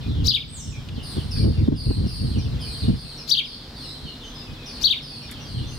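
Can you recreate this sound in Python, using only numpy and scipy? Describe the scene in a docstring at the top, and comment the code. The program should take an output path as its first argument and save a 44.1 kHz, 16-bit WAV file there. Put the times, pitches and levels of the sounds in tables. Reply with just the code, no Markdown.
"""Sparrow in a summer garden

A near sparrow, mostly to the left, gives three two-humped falling chirps: a voice whose pitch and loudness
follow syrinx tension, reflected by ground, walls and foliage. Other birds cheep and whistle further off as
gliding tones. Shaped noise makes the gusts, strongest in the first three seconds, the ticks in the grass
and the faint neighbourhood air and hum. A limiter ducks everything at loud peaks and recovers slowly."""
import sys
import numpy as np
from scipy import signal
from scipy.fft import rfft, irfft
from scipy.io import wavfile
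from scipy.ndimage import uniform_filter1d, minimum_filter1d

SR = 44100
rng = np.random.default_rng(int(sys.argv[2]) if len(sys.argv) > 2 else 0)


def store_wav(level_fs):
    """Save 16-bit WAV to argv[1]."""
    pcm = np.round(np.clip(np.atleast_2d(level_fs), -1, 1) * 32767)
    wavfile.write(sys.argv[1], SR, pcm.T.astype(np.int16))


N = 255206
TIME = np.arange(N) / SR
FREQ = np.maximum(np.fft.rfftfreq(N, 1 / SR), 1)


def undb(db):
    """Amplitude ratio: 20 dB is a factor of ten."""
    return 10 ** (np.asarray(db) / 20)


def unit(x):
    """Power normalisation: scale to rms 1."""
    return x / np.sqrt(np.mean(x ** 2))


def follow(table, t):
    """Linear interpolation: the columns of a time curve at times t."""
    s, *columns = np.transpose(table)
    return [np.interp(t, s, c) for c in columns]


def across(points):
    """Logarithmic interpolation: a curve over frequency, joined on a log axis."""
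    hz, value = np.transpose(points)
    return np.interp(np.log(FREQ), np.log(np.maximum(hz, 1)), value)


def band(x, lo_hz, hi_hz, order=2):
    """Band-pass filtering: a Butterworth resonance between two edges."""
    edges_hz = [lo_hz, min(hi_hz, .45 * SR)]
    return signal.sosfilt(signal.butter(order, edges_hz, "band", fs=SR, output="sos"), x)


def walk(rate, size=N):
    """Random modulation: held random values, smoothed into a wander."""
    hold = max(int(SR / rate), 1)
    steps = np.repeat(rng.standard_normal(size // hold + 1), hold)
    return uniform_filter1d(steps, hold)[:size]


def add(track, start, sound):
    """Superposition: mix a sound into a track at a time in seconds."""
    i = max(int(start * SR), 0)
    track[..., i:i + sound.shape[-1]] += sound[..., :max(N - i, 0)]


def scatter(x, t60, onset):
    """Diffuse reverberation: leaves, fences and walls return a dense tail, different in each ear."""
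    t = np.arange(SR) / SR
    decay = np.exp(-np.log(1000) * t / t60)
    tail = rng.standard_normal((2, SR)) * decay * (1 - np.exp(-t / onset))
    tail /= np.sqrt(np.sum(tail ** 2, axis=1, keepdims=True))
    return signal.fftconvolve(x[None], tail, axes=1)[:, :N]


def echoes(x, walls):
    """Specular reflection: flat surfaces return delayed copies."""
    out = np.zeros((2, N))
    for delay, left_db, right_db in walls:
        add(out, delay, undb([[left_db], [right_db]]) * x)
    return out


# spectrum of the background air: pitch_hz [Hz], relative_level_db [dB]
AIR_SPECTRUM = [(15, -36), (25, 2), (140, -2), (193, -6), (246, -2.5), (389, -11.5), (457, -10.5),
                (567, -16), (848, -17), (2560, -23.5), (4150, -18.5), (5140, -18.5), (6380, -32.5),
                (9050, -38), (15500, -42)]
# stereo width of the air: pitch_hz [Hz], side_minus_mid_db [dB]
AIR_WIDTH = [(60, -28), (110, -34), (200, -31), (380, -13), (700, -7.5), (1290, -5), (2380, -4.5),
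             (4400, -8.5), (8120, 0), (15000, -3)]
# distant machine hum: pitch_hz [Hz], width_hz [Hz], level_db [dB]
HUM_LINES = [(143.9, 5.7, -47), (241.1, 9.1, -54.5)]


def neighbourhood(air_db=-53, flicker_db=1.08, dip_hz=4200, dip_db=-3):
    """Coloured noise: distant traffic and leaves, alike in both ears in the bass, over narrow-band hum."""
    dip = dip_db * np.exp(-np.log2(FREQ / dip_hz) ** 2 / 0.3)
    colour = undb(across(AIR_SPECTRUM) + dip)
    mid, side = rfft(rng.standard_normal((2, N))) * colour
    mid, side = irfft(mid, N), irfft(side * undb(across(AIR_WIDTH)), N)
    # air_db is the mean level of the mid signal between 700 and 1800 Hz
    air = (mid + np.array([[1], [-1]]) * side) / np.std(band(mid, 700, 1800, order=4))
    hum = np.zeros(N)
    for hz, width, line_db in HUM_LINES:
        hum += undb(line_db) * unit(band(rng.standard_normal(N), hz - width / 2, hz + width / 2))
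    return air * undb(air_db + flicker_db * walk(8)) + hum


# ticks and rustles of the grass: start_s [s], onset_level_db [dB], centre_hz [Hz], decay_s [s]
GRASS_TICKS = [(.887, -31, 2800, .005), (1.36, -45, 1700, .03), (5.292, -45, 1820, .027),
               (5.312, -39, 9135, .01), (5.316, -39, 1700, .012)]


def grass():
    """Impulsive excitation: dry blades and twigs give band-limited noise that dies exponentially."""
    out = np.zeros((2, N))
    for start, db, hz, decay in GRASS_TICKS:
        t = np.arange(int(4 * decay * SR)) / SR
        # one part common to both ears, one part separate
        noise = rng.standard_normal(len(t)) + 0.67 * rng.standard_normal((2, len(t)))
        tick = unit(band(noise, hz / 1.36, hz * 1.35))
        add(out, start, undb(db) * tick * np.exp(-t / decay))
    return out


# breeze between gusts: time_s [s], relative_level_db [dB]
BREEZE = [(0, -33), (.55, -35), (1.1, -37.5), (1.35, -28.5), (1.8, -28), (2.7, -33), (3.2, -50.5),
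          (5.0, -48.5), (5.79, -34.5)]
# bell-shaped gusts: peak_s [s], length_s between the 1/e points of power [s], relative_level_db [dB]
GUSTS = [(0.102, 0.057, -22.5), (0.228, 0.13, -20), (0.695, 0.044, -27), (0.788, 0.021, -26.5),
         (0.956, 0.13, -30), (1.183, 0.038, -24.5), (1.253, 0.024, -28.5), (1.415, 0.07, -19),
         (1.478, 0.073, -13.5), (1.612, 0.063, -14.5), (1.724, 0.058, -15.5), (1.891, 0.049, -13.5),
         (2.017, 0.085, -16), (2.24, 0.054, -19), (2.304, 0.049, -22.5), (2.379, 0.049, -17.5),
         (2.468, .045, -23), (2.55, .06, -24), (2.847, 0.03, -20), (2.914, 0.072, -18.5),
         (3.049, .04, -35.5), (4.05, 0.026, -30), (4.514, 0.045, -32.5), (5.595, .1, -26)]


def wind_level():
    """Power addition: level in dB of the flow at the microphone, gusts on top of the breeze."""
    breeze_db, = follow(BREEZE, TIME)
    gust_power = np.zeros(N)
    for peak, length, db in GUSTS:
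        bell = np.exp(-np.minimum((2 * (TIME - peak) / length) ** 2, 20))
        gust_power += undb(db) ** 2 * bell
    return 10 * np.log10(undb(breeze_db) ** 2 + gust_power)


# spectrum of the wind noise: pitch_hz [Hz], relative_level_db [dB]
WIND_SPECTRUM = [(12, -43), (20, -19), (59, 0), (113, 1), (143, -2.5), (173, -9), (232, -6.5), (332, -13),
                 (387, -25), (444, -19.5), (648, -39), (1200, -68), (1560, -77), (2640, -120)]
# phase between the ports: pitch_hz [Hz], left_lead_rad [rad]
WIND_PHASE = [(30, .1), (55, .3), (100, .65), (165, 1.05), (250, 1.45), (400, 1.8), (650, 1.9)]
# sharp buffets: start_s [s], relative_level_db [dB], nominal_pitch_hz [Hz], nominal_length_s [s]
BUFFETS = [(.055, -29, 296.6, 0.026), (.970, -22.5, 251, 0.0157), (1.162, -21, 269, .02),
           (1.43, -14, 307, .044), (1.675, -2.5, 258.4, 0.011), (1.714, -13.5, 240, .017),
           (1.901, -10.5, 298, .0115), (2.033, -17.5, 266, 0.031), (2.365, -19, 262, 0.02),
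           (2.874, -10.5, 233, 0.024)]
STRONG_DB, REACH = -15, 0.45  # above this wind level [dB] the upper band gains REACH dB more per dB


def wind(gust_db=0.5, upper_db=-12.0, calm_db=-43, apart_db=-12, split_hz=250, buffet_db=-6):
    """Turbulent pressure: eddies buffet the microphone ports; stronger gusts reach higher in frequency."""
    db = wind_level()
    upper_rel_db = REACH * (db - STRONG_DB)
    colour = undb(across(WIND_SPECTRUM))
    upper_share = 1 / (1 + (split_hz / FREQ) ** 6)
    bands = [(1 - upper_share, db + gust_db), (upper_share, db + upper_rel_db + upper_db)]
    pressure = np.zeros(N)
    for share, band_db in bands:
        eddies = irfft(rfft(rng.standard_normal(N)) * colour * share, N)
        # the flow is even within a gust: its strength comes from the gust alone
        eddies /= np.sqrt(uniform_filter1d(eddies ** 2, int(0.0573 * SR)))
        pressure += eddies * undb(band_db)
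    # a flow weaker than calm_db is softened further
    pressure /= np.sqrt(1 + undb(calm_db - db) ** 2)
    for start, peak_db, hz, length in BUFFETS:
        size = int(1.6 * length * SR)
        eddy = band(rng.standard_normal(SR // 4), hz / 1.62, hz * 1.05)[-size:]
        eddy = unit(eddy * signal.windows.tukey(size, .6))
        add(pressure, start, undb(peak_db + buffet_db) * eddy)
    # the two ports feel the same eddy out of step, plus a little of their own
    turn = np.exp(np.array([[.5j], [-.5j]]) * across(WIND_PHASE))
    own = unit(irfft(rfft(rng.standard_normal((2, N))) * colour, N))
    return irfft(rfft(pressure) * turn, N) + own * undb(db + apart_db)


# resonances of a distant bird's open beak: centre_hz [Hz], width_hz [Hz], relative_level_db [dB]
BEAK = [(9310, 540, -1.5), (13510, 1900, -10)]


def cheep(length, first_hz, last_hz, octave_db, bend=3.2, waver=0.02534, hoarse=0.085, buzz_hz=170,
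          overtone_db=-2):
    """Frequency modulation: a glide that levels off; a harsh one buzzes in pitch and hisses in the beak."""
    u = np.linspace(0, 1, int(length * SR))
    size = len(u)
    fall = (np.exp(-bend * u) - np.exp(-bend)) / (1 - np.exp(-bend))
    buzz_rate = buzz_hz * (1 + 0.282 * walk(79.96, size))
    buzz = np.sin(2 * np.pi * np.cumsum(buzz_rate) / SR) + 0.556 * walk(1200, size)
    wobble = waver * walk(109.98, size) + hoarse * undb(octave_db / 2) * buzz
    hz = (last_hz + (first_hz - last_hz) * fall) * (1 + wobble)
    phase = 2 * np.pi * np.cumsum(hz) / SR
    hiss = np.zeros(size)
    for centre, width, db in BEAK:
        noise = band(rng.standard_normal(size), centre - width / 2, centre + width / 2)
        hiss += undb(db - 5.5) * unit(noise)
    tone = np.sin(phase) + undb(octave_db) * (undb(overtone_db) * np.sin(2 * phase) + hiss)
    swell = signal.windows.tukey(size, .3)
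    return np.sqrt(2) * swell * undb(1.1 * walk(64.0, size)) * tone


def flock(low_hz=3000, high_hz=5400, count=200):
    """Superposed sources: many faint short cheeps, spread over time, merge into diffuse twitter."""
    voice = np.zeros(N)
    for k, (when, pitch, size, span) in enumerate(rng.random((count, 4))):
        hz = low_hz + (high_hz - low_hz) * np.sqrt(pitch)
        call = cheep(0.02069 + 0.0405 * span, hz, 0.67 * hz, -48)
        start = (k + when) / count * N / SR - .1
        add(voice, start, undb(-50 + 4 * size) * call)
    return scatter(voice, t60=0.25, onset=0.0034)


# harsh cheeps of distant sparrows:
# start_s [s], length_s [s], last_pitch_hz [Hz], source_level_db [dB], relative_overtone_and_hiss_db [dB]
CHEEPS = [(1.020, .13, 4220, -38.5, -8), (1.303, 0.11, 4360, -33, -14), (1.748, 0.22, 4126, -33.5, -13.5),
          (2.059, .15, 4430, -35, -11.5), (2.173, 0.178, 4136, -41.5, -12.5),
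          (2.593, 0.18, 4220, -37, -11.5), (2.764, 0.096, 4180, -39, -12.5), (2.942, .22, 4163, -41, -12.5),
          (3.443, 0.12, 4350, -37.5, -20), (3.742, .22, 4010, -39.5, -15.5), (4.652, 0.15, 4276, -40, -16),
          (5.008, 0.2, 4350, -39.5, -16), (5.435, 0.2, 4080, -43, -16.5), (5.692, .1, 4300, -47.5, -8)]
# short clear notes of other distant birds:
# start_s [s], length_s [s], first_pitch_hz [Hz], last_pitch_hz [Hz], source_level_db [dB]
NOTES = [(0.049, 0.18, 4300, 2980, -46.5), (0.718, .05, 2680, 2300, -44), (0.953, 0.078, 3500, 2726, -42),
         (1.153, 0.056, 3800, 2870, -40), (2.328, 0.042, 3400, 2747, -41.5),
         (2.376, 0.056, 6040, 4600, -40), (2.587, 0.056, 3400, 2950, -38), (2.795, 0.049, 5200, 3460, -35),
         (3.173, .045, 5870, 4870, -38), (3.808, 0.12, 5310, 4950, -42.5), (4.043, .06, 3420, 2820, -39),
         (4.044, 0.098, 4420, 4040, -41), (4.205, .04, 3750, 3400, -42), (4.231, 0.076, 6400, 5980, -50),
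         (4.231, 0.046, 3150, 3000, -40), (4.335, 0.098, 5200, 4930, -42), (4.529, 0.17, 2600, 2420, -50.5),
         (4.657, .04, 5920, 4970, -38.5), (5.22, 0.053, 5670, 5130, -44.5), (5.277, .11, 4020, 2910, -43.5),
         (5.394, .06, 6200, 5420, -47), (5.55, 0.056, 3300, 2850, -42), (5.613, 0.064, 3200, 3700, -43),
         (5.659, 0.087, 5860, 6260, -46.5)]
CHEEP_FALL = 1.26  # a cheep starts this many times higher than it ends


def far_birds(direct_db=-5, wet_db=0.5, note_octave_db=-26, note_direct_db=-7, note_wet_db=-2, fade_db=1.0):
    """Direct and diffuse fields: falling cheeps come mostly by way of trees and walls, notes less so."""
    cheeps, notes = np.zeros((2, N))
    for start, length, last_hz, db, octave_db in CHEEPS:
        call = cheep(length, CHEEP_FALL * last_hz, last_hz, octave_db)
        fading_db = db + fade_db * np.linspace(.5, -.5, len(call))
        add(cheeps, start, undb(fading_db) * call)
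    for start, length, first_hz, last_hz, db in NOTES:
        note = cheep(length, first_hz, last_hz, note_octave_db, bend=0.73, waver=0.0151)
        add(notes, start, undb(db) * note)
    cheeps_heard = undb(direct_db) * cheeps + undb(wet_db) * scatter(cheeps, t60=0.84, onset=0.0013)
    notes_heard = undb(note_direct_db) * notes + undb(note_wet_db) * scatter(notes, t60=0.37, onset=0.0019)
    return cheeps_heard + notes_heard


# thin whistle, briefly rising and then falling: time_s [s], pitch_hz [Hz], source_level_db [dB]
WHISTLE = [(.48, 7710, -52), (.505, 8490, -41), (.525, 8500, -40), (.55, 7780, -33), (.575, 6720, -37.5),
           (.60, 5930, -38), (.63, 5407, -42), (.69, 5080, -56)]
# its echoes: delay_s [s], left_db [dB], right_db [dB], relative to the source
WHISTLE_ECHOES = [(0.08, -20, -11), (0.155, -25, -10.5)]


def whistler(octave_db=-23, direct_db=-6.5, wet_db=1):
    """Phase integration: a thin, very high whistle glides, and comes back twice and as a diffuse tail."""
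    hz, db = follow(WHISTLE, TIME)
    phase = 2 * np.pi * np.cumsum(hz * (1 + 0.009 * walk(400))) / SR
    sounding = (TIME > WHISTLE[0][0]) & (TIME < WHISTLE[-1][0])
    tone = np.sin(phase) + undb(octave_db) * np.sin(2 * phase)
    voice = np.sqrt(2) * sounding * undb(db) * tone
    tail = undb(wet_db) * scatter(voice, t60=0.52, onset=0.0036)
    return undb(direct_db) * voice + echoes(voice, WHISTLE_ECHOES) + tail


# the two arches of syrinx tension in a near chirp, before each chirp's own pitch and rise ratios:
# after_first_crest_s [s], crest_pitch_hz [Hz], rise_s [s], fall_s [s], relative_level_db [dB]
ARCHES = [(0, 4730, .017, .034, 0), (.060, 3880, .019, .019, -2)]
REST_HZ = 2000  # slack pitch, before the pitch ratio
LEAD_S, END_S = .06, .1  # the call runs from LEAD_S before the first crest to END_S after
FADE_IN_S, FADE_OUT_S = .02, .008  # the call creeps in and stops quickly
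# the rasp locks into a clear tone about LOCK_S (times the rise ratio) before the crest, this fast
LOCK_S, LOCK_SPREAD_S = .0135, .0012
PAUSE_S, PAUSE_LENGTH_S = .041, .0055  # the voice nearly stops between the arches
# level at slack pitch; of the fundamental while raspy; in the pause
SLACK_DB, UNLOCKED_DB, PAUSE_DB = -28.5, -21, -19
# roughness 0-1 added in the lead-in and always present; overtones of the arches
RASP, CLEAR_RASP, CLEAR_OVERTONES_DB = .45, 0.024, -33


def chirp(pitch, rise, lift_hz, lead_db, third_db=-13, fourth_db=-19, edge_db=-34, hiss_db=-18,
          breathy_db=-36, burr_hz=620, burr=1.0):
    """Source tension: syrinx tension peaks twice, carrying pitch and loudness; overtones lead in raspily."""
    t = np.arange(-LEAD_S, END_S, 1 / SR)
    size = len(t)
    arches = []
    for at, _, up, down, _ in ARCHES:
        up_s = up * (rise if at == 0 else 1)
        side_s = np.where(t < at, up_s, down)
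        arches.append((1 + ((t - at) / side_s) ** 2) ** -1.5)
    arches = np.array(arches)
    _, crest_hz, _, _, arch_db = np.transpose(ARCHES)
    lifts = arches * (crest_hz[:, None] - REST_HZ)
    tension = arches.max(axis=0)
    raspy = .5 - .5 * np.tanh((t + LOCK_S * rise) / (2 * LOCK_SPREAD_S))
    rasp = np.clip(CLEAR_RASP + RASP * raspy * (1 - (2 * tension) ** 2).clip(0), 0, 1)

    crest_lift_hz = lift_hz * np.exp(-(t / 0.0054) ** 2)
    hz = pitch * (REST_HZ + lifts.max(axis=0)) + crest_lift_hz
    hz = hz * (1 + 0.02 * walk(252, size))
    phase = 2 * np.pi * np.cumsum(hz * (1 + 0.041 * rasp * walk(900, size))) / SR
    # the two sides of the syrinx beat against each other until the tone locks in
    burr_rate = burr_hz * (1 + 0.213 * walk(300, size))
    phase += burr * rasp * np.sin(2 * np.pi * np.cumsum(burr_rate) / SR)

    overtones = np.sin(2 * phase) + undb(third_db) * np.sin(3 * phase) + undb(fourth_db) * np.sin(4 * phase)
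    hiss = unit(band(rng.standard_normal(size), 8600, 13700, order=1))
    fundamental = np.sin(phase) + undb(edge_db) * np.sin(3 * phase) + undb(breathy_db) * hiss
    overtones_db = lead_db * raspy + CLEAR_OVERTONES_DB * (1 - raspy)
    tone = undb(UNLOCKED_DB * raspy) * fundamental
    tone += undb(overtones_db) * (overtones + undb(hiss_db) * hiss)

    pause_db = PAUSE_DB * np.exp(-((t - PAUSE_S) / PAUSE_LENGTH_S) ** 2)
    db = arch_db[lifts.argmax(axis=0)] + SLACK_DB * (1 - tension) ** 2 + pause_db
    flutter_db = (1.53 + 0.87 * rasp) * walk(360.7, size)
    fade_points = [-LEAD_S, FADE_IN_S - LEAD_S, END_S - FADE_OUT_S, END_S]
    fade = np.interp(t, fade_points, [0, 1, 1, 0]) ** 2
    return np.sqrt(2) * undb(db + flutter_db) * fade * tone


# near chirps: crest_s [s], source_level_db [dB], pitch_ratio [1], rise_time_ratio [1],
# crest_lift_hz [Hz], lead_in_overtones_db [dB]
CHIRPS = [(.2890, -8.5, 0.98, .97, 374.5, 4.5), (3.3222, -10.5, 0.96, 1.03, 93, 6),
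          (4.8523, -9.5, 0.97, 1.2, -2, 2)]
# nearest surfaces, whose reflections beat against the glides: delay_s [s], left_db [dB], right_db [dB]
GROUND = [(.0013, -12, -19), (.0026, -9, -18)]
# house walls, relative to the dulled voice: delay_s [s], left_db [dB], right_db [dB]
WALLS = [(.0165, -17, -13), (.0640, -20, -22)]


def near_sparrow(right_db=-15, dull_hz=4500, leaves_db=-11, yard_db=-24, top_hz=7000, top_db=-6):
    """Multipath propagation: chirps come straight from the left, then off ground, walls and foliage."""
    voice = np.zeros(N)
    for crest, db, pitch, rise, lift_hz, lead_db in CHIRPS:
        add(voice, crest - LEAD_S, undb(db) * chirp(pitch, rise, lift_hz, lead_db))
    # the throat swallows the octave of the highest notes
    voice -= 0.8 * band(voice, 7300, 10160, order=1)
    # the highest overtones reach both ports
    top = irfft(rfft(voice) / (1 + (top_hz / FREQ) ** 12), N)
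    direct = undb([[0], [right_db]]) * (voice - top) + undb(top_db) * top + echoes(voice, GROUND)
    # foliage absorbs the top of what it scatters
    dull = irfft(rfft(voice) * (1.19 + 0.22 / (1 + (FREQ / dull_hz) ** 8)), N)
    leaves = undb(leaves_db) * scatter(dull, t60=0.22, onset=0.0029)
    yard = undb(yard_db) * scatter(dull, t60=0.6, onset=0.093)
    return direct + echoes(dull, WALLS) + leaves + yard


def scene():
    """Linear superposition: the quiet garden, wind and birds add at the two ears."""
    return neighbourhood() + grass() + wind() + flock() + far_birds() + whistler() + near_sparrow()


CEILING, RECOVER_DB_PER_S = 0.58, 7  # peak amplitude where limiting starts, and how fast it lets go
BASS_SENSE_DB = -7.5  # extra share of the rumble that the limiter senses
TOP_HZ = 15750  # upper edge of the treble


def record(dry):
    """Peak limiting: gain ducks at loud peaks, rumble most, and recovers slowly; then the top is cut."""
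    ahead = int(.004 * SR)
    rumble = irfft(rfft(dry) / (1 + (FREQ / 250) ** 4), N)
    peak = np.abs(dry + undb(BASS_SENSE_DB) * rumble).max(axis=0)
    over_db = 20 * np.log10(np.maximum(peak / CEILING, 1))
    # a running maximum on a rising ramp holds each cut and releases it at a steady rate
    ramp_db = RECOVER_DB_PER_S * TIME
    cut_db = np.maximum.accumulate(over_db + ramp_db) - ramp_db
    gain = uniform_filter1d(minimum_filter1d(undb(-cut_db), ahead), ahead)
    treble_cut = signal.ellip(10, .2, 80, TOP_HZ, fs=SR, output="sos")
    return signal.sosfilt(treble_cut, dry * gain)


dry = scene()
out = record(dry)
store_wav(out)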